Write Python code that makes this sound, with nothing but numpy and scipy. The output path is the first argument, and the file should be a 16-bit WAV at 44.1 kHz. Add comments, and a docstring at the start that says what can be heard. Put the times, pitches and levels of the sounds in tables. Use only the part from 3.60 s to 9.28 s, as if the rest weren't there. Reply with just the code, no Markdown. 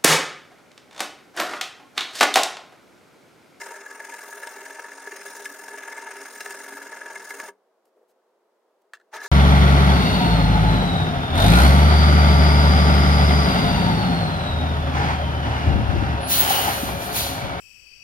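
"""Knife on a whetstone

A small knife is scrubbed on a stone fixed to a board across a steel sink, about 21 strokes a second,
while the contact sweeps along the edge and back once a second. Crushed grit hisses, and stick-slip
friction makes the edge chatter on every push, at times catching hard. The blade is lifted, handled
with a paper towel and set down with a tap; the scrubbing resumes briefly in the quiet kitchen."""
import sys
import numpy as np
from scipy import signal
from scipy.fft import rfft, irfft, next_fast_len
from scipy.io import wavfile
from scipy.ndimage import uniform_filter1d

SR = 44100
rng = np.random.default_rng(int(sys.argv[2]) if len(sys.argv) > 2 else 0)


def unload_audio(sound):
    """Save the sound as a 16-bit wav file, at the path given as the first command line argument."""
    columns = np.transpose(np.atleast_2d(sound))
    # keep every value between -1 and 1, then stretch to whole-number steps
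    steps = np.round(np.clip(columns, -1, 1) * 32767)
    wavfile.write(sys.argv[1], SR, steps.astype(np.int16))


N = 250488
TIME = np.arange(N) / SR
FFT_SIZE = next_fast_len(N + SR // 4)
HZ = np.fft.rfftfreq(FFT_SIZE, 1 / SR)

# The hand's pace in each spell of scrubbing: t/s, half strokes done (odd push, even pull)
HAND_PACE = [
    [(0.006, 1), (0.275, 12), (1.213, 52), (1.437, 62), (2.505, 107), (2.891, 123), (3.545, 151),
     (3.901, 166)],
    [(5.52, 1), (5.595, 2), (5.685, 5)],
]
# The slow sweep in each spell: t/s, place of contact (0 belly, 1 tip), pressure/dB
EDGE_SWEEP = [
    [(0.05, 0.45, 1), (0.22, 0.14, -2.5), (0.48, 0.3, -1.5), (0.72, 0.91, -1), (0.87, 0.54, 0.5),
     (1.38, 0.22, -2), (1.68, 0.74, -1), (2.0, 0.8, -1), (2.3, 0.0052, 1), (2.64, 0.27, 0), (2.75, 1, -2.5),
     (2.86, 0.66, 0), (3.15, 0.65, 0), (3.42, 0, -0.5), (3.6, 0.38, -0.5), (3.8, 0.91, 0), (3.9, 0.53, 1)],
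    [(5.55, 0, 5), (5.595, 0.21, -1), (5.645, 0.92, 3.5), (5.68, 1, -8)],
]
# Edge on the stone: start/s, end/s
CONTACT_SPANS = [(-.05, 3.902), (5.527, 5.75)]
# Envelopes of the continuous friction: t/s, level/dB
HISS_LEVEL = [(0, -44.5), (.22, -51), (.37, -51), (.52, -47.5), (.75, -48), (1.0, -48), (1.27, -49.5),
              (1.42, -49.5), (1.6, -46.5), (1.76, -46), (1.95, -48), (2.42, -49), (2.6, -49), (2.72, -47),
              (2.96, -45), (3.15, -48), (3.3, -47.5), (3.45, -50), (3.56, -48.5), (3.75, -47), (3.9, -47),
              (5.54, -47), (5.593, -51), (5.645, -41.5), (5.68, -43.5)]
RASP_LEVEL = [(0, -49), (.3, -56), (.52, -42), (.75, -59), (.95, -66), (1.06, -44.5), (1.38, -60.5),
              (1.55, -42.5), (1.7, -49), (1.95, -65), (2.1, -64), (2.19, -44), (2.42, -48.5), (2.64, -43.5),
              (2.73, -53), (2.82, -43.5), (2.92, -50), (3.0, -57), (3.22, -57.5), (3.35, -47.5),
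              (3.45, -54.5), (3.9, -58.5)]
THRUM_LEVEL = [(0, -62), (1.4, -62.5), (2.0, -57), (2.35, -63.5), (2.62, -58.5), (3.15, -55), (3.6, -64),
               (3.83, -50.5), (3.9, -66)]
# Pushes on which the edge catches: t/s, level/dB, relative level of the crack/dB, build-up/s
HARD_CATCHES = [(0.014, -24.5, -21, .007), (.066, -31.5, -9.5, .011), (.118, -28.5, -11, 0.0086),
                (0.2619, -26.5, -14.5, 0.008), (.311, -29.5, -9, 0.0077), (0.400, -25.5, -15, 0.0073),
                (0.4495, -31.5, -2.5, .009), (.496, -37.5, -4.5, .008), (0.5216, -27.5, -15.5, .004),
                (0.5403, -29.5, -5.5, .011), (.617, -27, -12.5, 0.00827), (0.727, -32.5, -17, .007),
                (0.8324, -21, -13, .005), (0.8707, -25.5, -11, 0.0077), (1.061, -26, -23, .012),
                (1.194, -23, -25.5, 0.00559), (1.2433, -25, -22.5, 0.0078), (1.318, -28, -12.5, 0.005),
                (1.4727, -22, -23, 0.0077), (1.518, -25, -28, 0.0074), (1.564, -35.5, 3, 0.011),
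                (1.663, -27, -6, .011), (1.7669, -24, -7.5, 0.0069), (1.858, -21.5, -9.5, 0.0072),
                (2.082, -25.5, -19, .005), (2.139, -29, -18, 0.012), (2.186, -32, -11.5, 0.011),
                (2.234, -28.5, -10, 0.0077), (2.279, -25.5, -10, 0.01), (2.326, -26, -11.5, 0.0097),
                (2.379, -29, -7, 0.015), (2.421, -31, -8.5, .01), (2.469, -27, -12, .011),
                (2.510, -27, -9.5, 0.0083), (2.568, -27, -7, 0.01), (2.6158, -28, -7.5, 0.0074),
                (2.663, -31, -12.5, .008), (2.8076, -20.5, -8.5, .008), (2.8601, -18.5, -13.5, .006),
                (2.907, -22.5, -6, .01), (2.924, -31, -7.5, .008), (2.948, -33, -4.5, 0.0071),
                (3.003, -28.5, -9, 0.0083), (3.123, -26, -13.5, 0.0075), (3.1701, -24.5, -13, .007),
                (3.217, -28, -21, .005), (3.259, -26.5, -18, 0.0076), (3.326, -26.5, -16.5, 0.0078),
                (3.4151, -26, -27, 0.0068), (3.461, -23.5, -19, 0.0071), (3.504, -25, -16.5, 0.0079),
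                (3.557, -22, -13, 0.0105), (3.706, -23, -9, 0.0075), (3.7989, -19, -16, .006),
                (5.536, -29.5, -25, 0.0059), (5.561, -27, -13.5, 0.0069), (5.615, -24.5, -17, 0.008),
                (5.6596, -24, -16.5, .004)]
# Friction tones: t/s, level/dB
CLEAR_SINGS = [(.059, -41), (.107, -40.5), (.483, -40.5), (.53, -41.5), (.866, -37), (1.184, -35.5),
               (2.13, -39), (2.323, -35.5), (2.372, -39.5), (2.423, -39), (2.464, -41), (2.513, -36.5),
               (3.163, -44), (3.496, -42.5)]
SQUEAKS = [(0.012, -37), (1.851, -36.5), (2.32, -40), (2.373, -36), (3.555, -34), (3.703, -34)]
# Brief impacts: t/s, level/dB, decay/s
GRAIN_SNAPS = [(.0145, -33, 0.0032), (.8715, -30, 0.003), (1.8545, -26, 0.0023), (2.081, -41, 0.0016),
               (2.8045, -26, 0.005), (2.8575, -36.5, 0.0033), (2.906, -31, .005), (3.705, -34, .003),
               (3.7995, -29.5, 0.0042), (5.566, -32.5, .001)]
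STONE_KNOCKS = [(.209, -45, .004), (.405, -41, .004), (.87, -42, .005), (1.015, -40, 0.008),
                (1.187, -41, 0.0056), (1.471, -33, 0.005), (1.522, -33.5, 0.006), (2.083, -40, 0.005),
                (2.131, -40.5, .005), (3.405, -40, .005), (3.46, -39, .005), (3.508, -43, .005)]
LANDING_TAPS = [(5.3342, -26.5, 0.0023), (5.339, -36, 0.009), (5.35, -43, 0.0064), (5.370, -47, 0.002),
                (5.398, -51.5, 0.0059), (5.411, -53, 0.0046)]
# Fingers and paper on the blade: t/s, duration/s, swish level/dB, bump level/dB
TOUCHES = [(4.253, 0.0062, -70, -72), (4.24, 0.062, -78.5, -68), (4.352, 0.054, -88, -59.5),
           (4.391, 0.066, -91, -63.5), (4.475, 0.056, -73, -71), (4.55, .035, -92, -66),
           (5.214, 0.013, -75, -73.5)]

# Broad spectra of the sources: f/Hz, relative spectral level/dB
BOARD_SPECTRUM = [(30, -39.5), (130, -51), (230, -26), (340, -6.5), (700, 2.5), (1080, -5.5), (1450, 5),
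                  (1950, -4.5), (2300, -5.5), (2950, -15.5), (4500, -21.5), (9000, -45.5)]  # stone and board together
GRIT_SPECTRUM = [(300, -24.5), (1500, -17.5), (3200, -10), (4400, -7.5), (5500, 0), (6600, 4), (7600, -2),
                 (9500, 2), (11200, -8.5), (12800, -7.5), (14000, -2.5), (14600, -5.5), (16000, -7.5)]
RASP_SPECTRUM = [(600, -37), (1500, -11.5), (2100, 3.5), (2500, -3), (2900, -8.5), (3600, -24.5),
                 (6000, -30)]
SINK_SPECTRUM = [(30, -31), (140, -39), (190, -9), (250, -3.5), (310, 6), (450, -14), (1200, -60)]
SNAP_SPECTRUM = [(200, -14.5), (900, -11), (2200, 14.5), (2700, 3), (3600, -1), (5000, -1), (8000, -1),
                 (16000, -15.5)]
TAP_SPECTRUM = [(100, -52), (200, -34), (450, -22), (1000, -15.5), (1450, 1), (1750, 3.5), (2150, -14),
                (3200, -17), (4400, -16.5), (5300, -24), (8300, -22), (11000, -35), (16000, -32)]
SKID_SPECTRUM = [(800, -15), (2800, -3), (4000, 0), (6300, -1), (9000, -11), (15000, -16)]
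SWISH_SPECTRUM = [(500, -13), (2500, -7), (5000, -6), (9000, -5.5), (15000, -6.5)]
BUMP_SPECTRUM = [(60, -36), (200, -24), (420, 10), (700, -3), (1300, -19), (4000, -39)]
AIR_SPECTRUM = [(15, -71), (25, -36), (160, -36.5), (183, -18.5), (297, -14.5), (378, -2), (537, -3),
                (582, -7.5), (631, -3.5), (782, -9), (919, -10), (1110, -13), (2490, -29), (15500, -40)]
HOLLOW_SPECTRUM = [(100, -40.5), (300, -6.5), (620, -3.5), (1000, -11), (3000, -38)]
# Resonances of the bodies: f/Hz, bandwidth/Hz, lift/dB
CONTACT_RESONANCES = [(403.4, 36.7, 17.33), (466, 13, 7.6), (542.5, 18, 7.8), (623.3, 22.6, 7.9),
                      (924, 54.4, 15.9), (1145, 42, 8.1), (1273, 43, 8.5), (1701, 108, 13.94),
                      (2112, 210, 7.8), (2734, 86, 13), (3076, 48, 8.5)]  # stone and board with the blade pressed on them
BLADE_RESONANCES = [(3506, 110, 13.1), (3930, 150, 11), (4720, 70, 9.6), (4825, 45, 6), (5220, 47, 13),
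                    (5290, 57, 7.5), (5760, 90, 7), (6380, 50, 7.8), (6550, 240, 4.9), (6820, 44, 6),
                    (7300, 80, 5.2), (7260, 130, 6), (8195, 130, 9), (8730, 110, 7.2), (9050, 77, 9),
                    (9310, 110, 10.3), (9520, 70, 9.8), (9930, 100, 4.5), (10750, 110, 8.2),
                    (11900, 116, 5.5)]
SINK_RESONANCES = [(191.8, 11, 16), (235, 19, 8.9), (279.7, 12, 14)]
HOLLOW_RESONANCE = [(407.3, 37, 21)]  # the board's hollow ring
# Free vibration after the blade lands: f/Hz, level/dB, T60/s
LANDING_MODES = [(1390, -56, .04), (1630, -54, .035), (2710, -49, 0.1)]
# Changes of colour: f/Hz, gain/dB
BELLY_GAIN = [(2500, -2), (4100, -0.5), (5500, 0.5), (9000, -1)]  # grit under the belly
NEW_ANGLE_GAIN = [(200, -1), (400, -3.5), (850, 2), (1700, -0.5), (2200, 1.5), (2700, -2), (3700, 4.5),
                  (6000, -1.5), (8000, -3), (9300, -9), (11000, -2), (15000, -4)]  # scrubbing after the blade is set down again
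MICROPHONE_GAIN = [(40, -7), (100, -6), (150, 0)]
# Stereo width: f/Hz, gain of the side signal/dB
WORK_WIDTH = [(60, 0.5), (200, -19), (700, -19), (1400, -21.5), (2400, -14), (4400, -2), (5600, -4.5),
              (7500, -3.5), (10000, -23.5), (15000, -13)]
AIR_WIDTH = [(60, -2), (110, 0.5), (200, -18.5), (380, -10.5), (700, -11.5), (1290, -9), (2380, -2.5),
             (4400, -0.5), (8120, -3.5), (15000, -10)]
# Reverberation time of the kitchen: f/Hz, T60/s
ROOM_T60 = [(200, .28), (1000, .19), (1800, .15), (4000, .14), (14000, .11)]

BLADE_SHIFT, BOARD_SHIFT = .0015, .011  # fractional swing of the resonances as the contact moves
SHIFTING_HZ = (1000, 2400)  # band in which the stone's resonances move
TOP_HZ = 15850  # upper band limit


def scrubbing():
    """Sliding friction follows the hand's speed: weaker at each turn, stronger on the push."""
    half_strokes = np.interp(TIME, *np.vstack(HAND_PACE).T) + 0.046  # friction leads the hand
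    speed = np.abs(np.sin(np.pi * half_strokes))
    push = np.floor(half_strokes) % 2
    place, press_db = sweep(TIME)
    touching = sum(np.clip(np.minimum(TIME - on, off - TIME) / 0.033 + .5, 0, 1)
                   for on, off in CONTACT_SPANS) ** 2
    # the grit varies from stroke to stroke and comes in clumps
    grit = grit_hiss(place, press_db)
    stroke_db = .7 * rng.standard_normal(SR)[half_strokes.astype(int)]
    clumps = unit(amp(stroke_db + wobble(per_s=110)))
    grit *= touching * clumps * (0.36 + 0.65 * speed) * amp(2.0 * (push - 1))
    # drag shakes the stone, more brightly under pressure
    drag = touching * (0.73 + speed * (0.11 + 0.42 * push))
    stone = stone_vibration(drag * amp(-41.5 - 0.5 * place + press_db))
    treble = tinted(stone, 1 / (1 + (2200 / (HZ + 1)) ** 8))
    stone += (amp(0.58 * press_db) - 1) * treble
    # where the edge digs in, it rasps at the height of the push
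    digging = touching * amp(envelope(RASP_LEVEL)) * (0.28 + 0.71 * push * speed ** 2)
    rasp = digging * friction(response(RASP_SPECTRUM, []), grains_per_s=260, spread_db=1.5)
    scrape = grit + rasp + stone
    at_new_angle = tinted(scrape, amp(along(NEW_ANGLE_GAIN, HZ)))
    scrape = np.where(TIME > LANDING_TAPS[0][0], at_new_angle, scrape)
    return scrape + sink_thrum(touching, speed)


def sweep(times):
    """The contact travels along the edge: its place and pressure/dB at the given times."""
    knots, place, press_db = np.vstack(EDGE_SWEEP).T
    return np.interp(times, knots, place), np.interp(times, knots, press_db)


def friction(ring, grains_per_s, spread_db):
    """Random excitation: countless tiny slips, clumped into grains, drive a body; rms 1."""
    clumps = amp(spread_db * wobble(grains_per_s))
    return unit(signal.oaconvolve(clumps * rng.standard_normal(N), ring)[:N])


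def grit_hiss(place, press_db):
    """Abrasion: crushed grit rings the steel, and the finest hiss grows towards the tip."""
    belly = tinted(blade_friction(-BLADE_SHIFT), amp(along(BELLY_GAIN, HZ)))
    tip = blade_friction(BLADE_SHIFT)
    blend = np.pi / 2 * np.clip(place, 0, 1)
    grit = np.cos(blend) * belly + np.sin(blend) * tip
    grit = patchy(grit, depth_db=2, size=1024)  # resonances come and go as the fingers shift
    grit = patchy(grit, depth_db=1.6, size=256)  # the grit varies in colour
    high_pass = 1 / (1 + (10300 / (HZ + 1)) ** 16)
    body = unit(tinted(grit + amp(-11) * coarse_grains(), 1 - high_pass))
    # as the hiss sinks it also dulls around 3840 Hz
    hiss_db = envelope(HISS_LEVEL)
    keen_band = tinted(body, np.exp(-(np.log((HZ + 1) / 3840) / 0.27) ** 2))
    body += (amp(0.3 * (hiss_db - hiss_db.mean())) - 1) * keen_band
    fine_db = -59.5 + 11.5 * place + press_db
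    return amp(hiss_db) * body + amp(fine_db) * unit(tinted(grit, high_pass))


def blade_friction(shift):
    """Forced vibration of the steel on grit, its resonances moved by the fraction shift."""
    modes = np.array(BLADE_RESONANCES) * [1 + shift, 1, 1]
    return friction(response(GRIT_SPECTRUM, modes), grains_per_s=450, spread_db=1.1)


def coarse_grains(per_s=1000, middle_hz=6600, decay_cycles=3.5, count=6000, size=128):
    """Shot noise: grains crack at random, each a damped sinusoid of its own pitch and strength."""
    gaps, luck = rng.exponential(size=(2, count))
    hz = np.clip(middle_hz * np.exp(.28 * rng.standard_normal((count, 1))), 1500, TOP_HZ)
    cycles = hz * np.arange(size) / SR
    strength = amp(3 * np.minimum(luck, np.pi))[:, None]
    grains = strength * np.sin(2 * np.pi * cycles) * np.exp(-cycles / decay_cycles)
    samples = (np.cumsum(gaps) / per_s * SR).astype(int)[:, None] + np.arange(size)
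    return unit(np.bincount(samples.ravel(), grains.ravel(), N)[:N])


def stone_vibration(force):
    """Forced vibration of stone and board, whose resonances wander as the contact moves."""
    blend = np.pi / 2 * np.clip(.5 + .5 * wobble(per_s=20), 0, 1)
    out = np.zeros(N)
    for share, shift in [(np.cos(blend), -BOARD_SHIFT), (np.sin(blend), BOARD_SHIFT)]:
        slips = share * force * friction([1], grains_per_s=350, spread_db=2.5)
        out += signal.oaconvolve(slips, stone_ring(shift))[:N]
    return out


def stone_ring(shift):
    """Impulse response of stone and board, the middle resonances moved by the fraction shift."""
    low, high = SHIFTING_HZ
    modes = [(hz * (1 + shift * (low < hz < high)), width, db) for hz, width, db in CONTACT_RESONANCES]
    return response(BOARD_SPECTRUM, modes)


def sink_thrum(touching, speed):
    """Structure-borne sound: each reversal of the hand jolts the sink's low resonances."""
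    jolt = touching * (0.47 + 0.98 * (1 - speed))
    force = jolt * amp(envelope(THRUM_LEVEL)) * friction([1], grains_per_s=470, spread_db=0)
    return signal.fftconvolve(force, response(SINK_SPECTRUM, SINK_RESONANCES))[:N]


def catches(pull_delay_s=.023):
    """Static friction grips the edge on each push: it chatters, knocks the board and crushes grit."""
    out, rows = np.zeros(N), pushes()
    blade = response(GRIT_SPECTRUM, BLADE_RESONANCES)
    boards = [stone_ring(shift)[:SR // 14] for shift in np.linspace(-BOARD_SHIFT, BOARD_SHIFT, 5)]
    grips = [(s, db, db + crack_db, swell) for s, db, crack_db, swell in HARD_CATCHES]
    hard_times = np.transpose(HARD_CATCHES)[0]
    scatter_db = 1.5 * rng.standard_normal((len(rows), 3))
    for (s, place, press_db), luck in zip(rows, scatter_db):
        grip_db, crack_db, pull_db = press_db + luck + [-32.5 - 2 * place, -46.5, -37.5 - 1.2 * place]
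        if np.abs(hard_times - s).min() > .027:  # an ordinary push grips lightly
            grips.append((s, grip_db, crack_db, 0.00905))
        # softer, longer chatter on the pull, while the edge stays on the stone
        if any(on < s + 2 * pull_delay_s < off for on, off in CONTACT_SPANS):
            pull = chatter(boards[rng.integers(len(boards))], slip_hz=1701, jitter=0.08, swell=.012)
            delay = pull_delay_s + .005 * rng.standard_normal()
            add(out, s + delay - .012, amp(pull_db) * pull)
    for s, db, crack_db, swell in grips:
        board = boards[rng.integers(len(boards))]
        judder = chatter(board, slip_hz=1697.4, jitter=0.071, swell=swell)
        add(out, s - swell / 2, amp(db - 3.5) * judder)
        add(out, s - .004, amp(db - 8) * burst(board, rise=0.0063, decay=0.0041))
        add(out, s - .003, amp(crack_db - 2.5) * burst(blade, rise=0.003, decay=0.0051))
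    return out


def pushes():
    """Sticking sets in near the middle of each push; rows of t/s, place of contact, pressure/dB."""
    times = []
    for spell in HAND_PACE:
        s, half_strokes = np.transpose(spell)
        starts = np.arange(half_strokes[0], half_strokes[-1], 2)
        grips = starts + .56 + .12 * rng.standard_normal(len(starts))
        times.extend(np.interp(grips, half_strokes, s))
    return np.column_stack([times, *sweep(times)])


def chatter(board, slip_hz, jitter, swell, count=44):
    """Stick-slip pulses near the stone's main resonance build up until the edge breaks free."""
    gaps = np.exp(jitter * rng.standard_normal(count) + .014 * rng.standard_normal()) / slip_hz
    t = np.cumsum(gaps)
    force = (t / swell) ** 2 * np.exp(-(t / swell) ** 4)
    pulses = np.bincount(np.round(t * SR).astype(int), force)
    return peak_one(signal.fftconvolve(pulses, board))


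def singing(sing_hz=922, sing_s=0.031, glide=0.017):
    """Self-excited oscillation: the stone sings on each push, and a few hard catches squeak."""
    out, rows = np.zeros(N), pushes()
    for (s, place, press_db), (luck, detune) in zip(rows, rng.standard_normal((len(rows), 2))):
        db = -46.5 - 7 * place + press_db - luck  # strongest under the belly
        add(out, s - .007, amp(db) * tone(sing_hz * (1 + 0.013 * detune), sing_s, glide, rough=0.02))
    for s, db in CLEAR_SINGS:
        hz = sing_hz * (1 + 0.0056 * rng.standard_normal())
        add(out, s, amp(db) * tone(hz, sing_s, glide, rough=0.013))
    for s, db in SQUEAKS:
        add(out, s, amp(db) * tone(hz=2086, length=0.016, glide=-0.092, rough=0.02))
    # the slow first push on restarting groans
    add(out, CONTACT_SPANS[1][0], amp(-39.5) * tone(hz=888, length=0.067, glide=.1, rough=0.045))
    return out


def tone(hz, length, glide, rough):
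    """Stick and slip lock into a short, slightly rough tone that glides by a fraction of its pitch."""
    progress = np.linspace(0, 1, round(length * SR))
    drift = np.cumsum(rng.standard_normal(SR // 4))[:len(progress)] * rough
    phase = 2 * np.pi * np.cumsum(hz * (1 + glide * (progress - .5))) / SR + drift
    return np.sin(np.pi * progress ** 0.59) * np.sin(phase)


def grain_snaps():
    """Brittle fracture: a coarse grain cracks and the steel blade rings with a bright clink."""
    clink_modes = [mode for mode in CONTACT_RESONANCES if mode[0] > SHIFTING_HZ[1]]
    return impacts(GRAIN_SNAPS, response(SNAP_SPECTRUM, list(BLADE_RESONANCES) + clink_modes))


def stone_knocks():
    """Impact: a heavy push rocks the stone on the board, which rings hollow."""
    return impacts(STONE_KNOCKS, response(HOLLOW_SPECTRUM, HOLLOW_RESONANCE))


def touch_down():
    """Damped free vibration: the blade lands on the stone, rings, skids over the grit and settles."""
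    out = impacts(LANDING_TAPS, response(TAP_SPECTRUM, []))
    t = np.arange(SR // 2) / SR
    ring = sum(amp(db - 60 * t / t60) * np.sin(2 * np.pi * hz * t) for hz, db, t60 in LANDING_MODES)
    blade = response(SKID_SPECTRUM, BLADE_RESONANCES)
    grit = unit(signal.fftconvolve(rng.standard_normal(len(t)), blade)[:len(t)])
    skid = amp(-56) * np.clip(1 - t / 0.037, 0, 1) * grit
    add(out, LANDING_TAPS[0][0], (ring + skid) * (1 - np.exp(-t / 0.0045)))
    return out


def impacts(table, ring):
    """Impulsive excitation of a body, once for each row of t/s, level/dB, decay/s."""
    out = np.zeros(N)
    for s, db, decay in table:
        add(out, s, amp(db) * burst(ring, rise=0.0014, decay=decay))
    return out


def burst(ring, rise, decay, size=2048):
    """Transient response of a body to a short run of slips."""
    t = np.arange(size) / SR
    force = np.minimum(t / rise, 1) * np.exp(-np.maximum(t - rise, 0) / decay)
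    return peak_one(signal.fftconvolve(force * rng.standard_normal(size), ring))


def handling():
    """Soft contact: fingers and paper brush the lifted blade with swishes and dull bumps."""
    out, swish, bump = np.zeros(N), noise(SWISH_SPECTRUM), noise(BUMP_SPECTRUM)
    for s, length, swish_db, bump_db in TOUCHES:
        touch = np.sin(np.pi * np.clip((TIME - s) / length, 0, 1))
        out += touch * (amp(swish_db) * swish + amp(bump_db) * bump)
    return out


def sink_reflections(x, decay, size=2048):
    """Early reflections off the sink scatter the phase and leave the colour even."""
    walls = rfft(rng.standard_normal(size) * np.exp(-np.arange(size) / SR / decay))
    scatter = irfft(walls / np.abs(walls))
    return signal.fftconvolve(x, scatter[:size // 2])[:N]


def kitchen_reverb(x, width):
    """Reverberation decays exponentially, faster in the treble, much alike at both microphones."""
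    hz, t, spectra = signal.stft(rng.standard_normal((2, SR // 2)), SR, nperseg=256)
    decay = amp(-60 * t / along(ROOM_T60, hz)[:, None])
    mid, side = signal.istft(spectra * decay, SR, nperseg=256)[1]
    tail = np.array([mid + width * side, mid - width * side])
    delayed = np.pad(x, (round(.005 * SR), 0))
    return signal.fftconvolve(delayed[None], tail / np.linalg.norm(tail[0]), axes=1)[:, :N]


def kitchen_air(db):
    """Stationary noise: the steady hum of air in the kitchen."""
    mid = noise(AIR_SPECTRUM)
    side = tinted(noise(AIR_SPECTRUM), amp(along(AIR_WIDTH, HZ)))
    return amp(db) * np.array([mid + side, mid - side])


def response(spectrum, modes, size=8192):
    """Minimum-phase impulse response of energy 1: a broad spectrum lifted by resonances."""
    hz = np.fft.rfftfreq(size, 1 / SR)
    lift = sum((amp(db) ** 2 - 1) / (1 + (2 * (hz - f) / width) ** 2) ** 1.68 for f, width, db in modes)
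    magnitude = amp(along(spectrum, hz)) * np.sqrt(np.abs(1 + lift))
    cepstrum = irfft(np.log(magnitude))
    cepstrum[1:size // 2] *= 2  # folding the cepstrum makes the response causal
    cepstrum[size // 2 + 1:] = 0
    ring = irfft(np.exp(rfft(cepstrum)))
    return ring / np.linalg.norm(ring)


def patchy(x, depth_db, size):
    """Random spectral modulation: a larger size gives longer, narrower patches of colour."""
    spectra = signal.stft(x, nperseg=size)[2]
    field = uniform_filter1d(rng.standard_normal(spectra.shape), size=9, axis=0)
    field = uniform_filter1d(field, size=5, axis=1)
    return unit(signal.istft(spectra * amp(depth_db * unit(field)), nperseg=size)[1][:N])


def wobble(per_s):
    """Random modulation: straight lines between Gaussian knots."""
    knots = rng.standard_normal(N // 16)
    return np.interp(TIME * per_s, np.arange(len(knots)), knots)


def noise(spectrum):
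    """Filtered white noise of rms 1."""
    return unit(tinted(rng.standard_normal(N), amp(along(spectrum, HZ))))


def tinted(x, gain):
    """Zero-phase filtering with a gain for each frequency."""
    return irfft(rfft(x, FFT_SIZE) * gain, FFT_SIZE)[..., :N]


def along(points, hz):
    """Interpolation of (f/Hz, value) points on a logarithmic frequency axis."""
    f, values = np.transpose(points)
    return np.interp(np.log(hz + 1), np.log(f + 1), values)


def envelope(points):
    """Linear interpolation of (t/s, level/dB) points."""
    return np.interp(TIME, *np.transpose(points))


def add(track, s, sound):
    """Superposition of a sound on the track at time s."""
    part = track[max(round(s * SR), 0):][:len(sound)]
    part += sound[:len(part)]


def peak_one(sound, size=88):
    """Normalisation of a burst so that its loudest two milliseconds peak near 1."""
    return sound / (2 * np.sqrt(uniform_filter1d(sound ** 2, size).max()))


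def unit(x):
    """Normalisation to rms 1."""
    return x / np.sqrt(np.mean(x ** 2) + 1e-20)


def amp(db):
    """Amplitude ratio of a level in decibels."""
    return 10 ** (np.asarray(db) / 20)


def scene():
    """The sources superpose close to the microphones, slightly left of centre."""
    work = grain_snaps() + stone_knocks() + scrubbing() + catches()
    work += singing() + touch_down() + handling()
    # the microphones differ by the sink's reflections and by friction from other points on the edge
    unlike = .45 * sink_reflections(work, decay=.005) + 1.1 * scrubbing()
    side = tinted(unlike, amp(along(WORK_WIDTH, HZ)))
    near = np.array([work + side, work - side]) + amp(-17) * kitchen_reverb(work, width=.3)
    pan_db = 1.15  # left over right
    return near * amp([[pan_db / 2], [-pan_db / 2]]) + kitchen_air(db=-68.0)


def record(dry):
    """Band limiting: the recorder thins the bass and keeps nothing above TOP_HZ."""
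    return tinted(dry, amp(along(MICROPHONE_GAIN, HZ)) * (HZ < TOP_HZ))


dry = scene()
out = record(dry)
unload_audio(out)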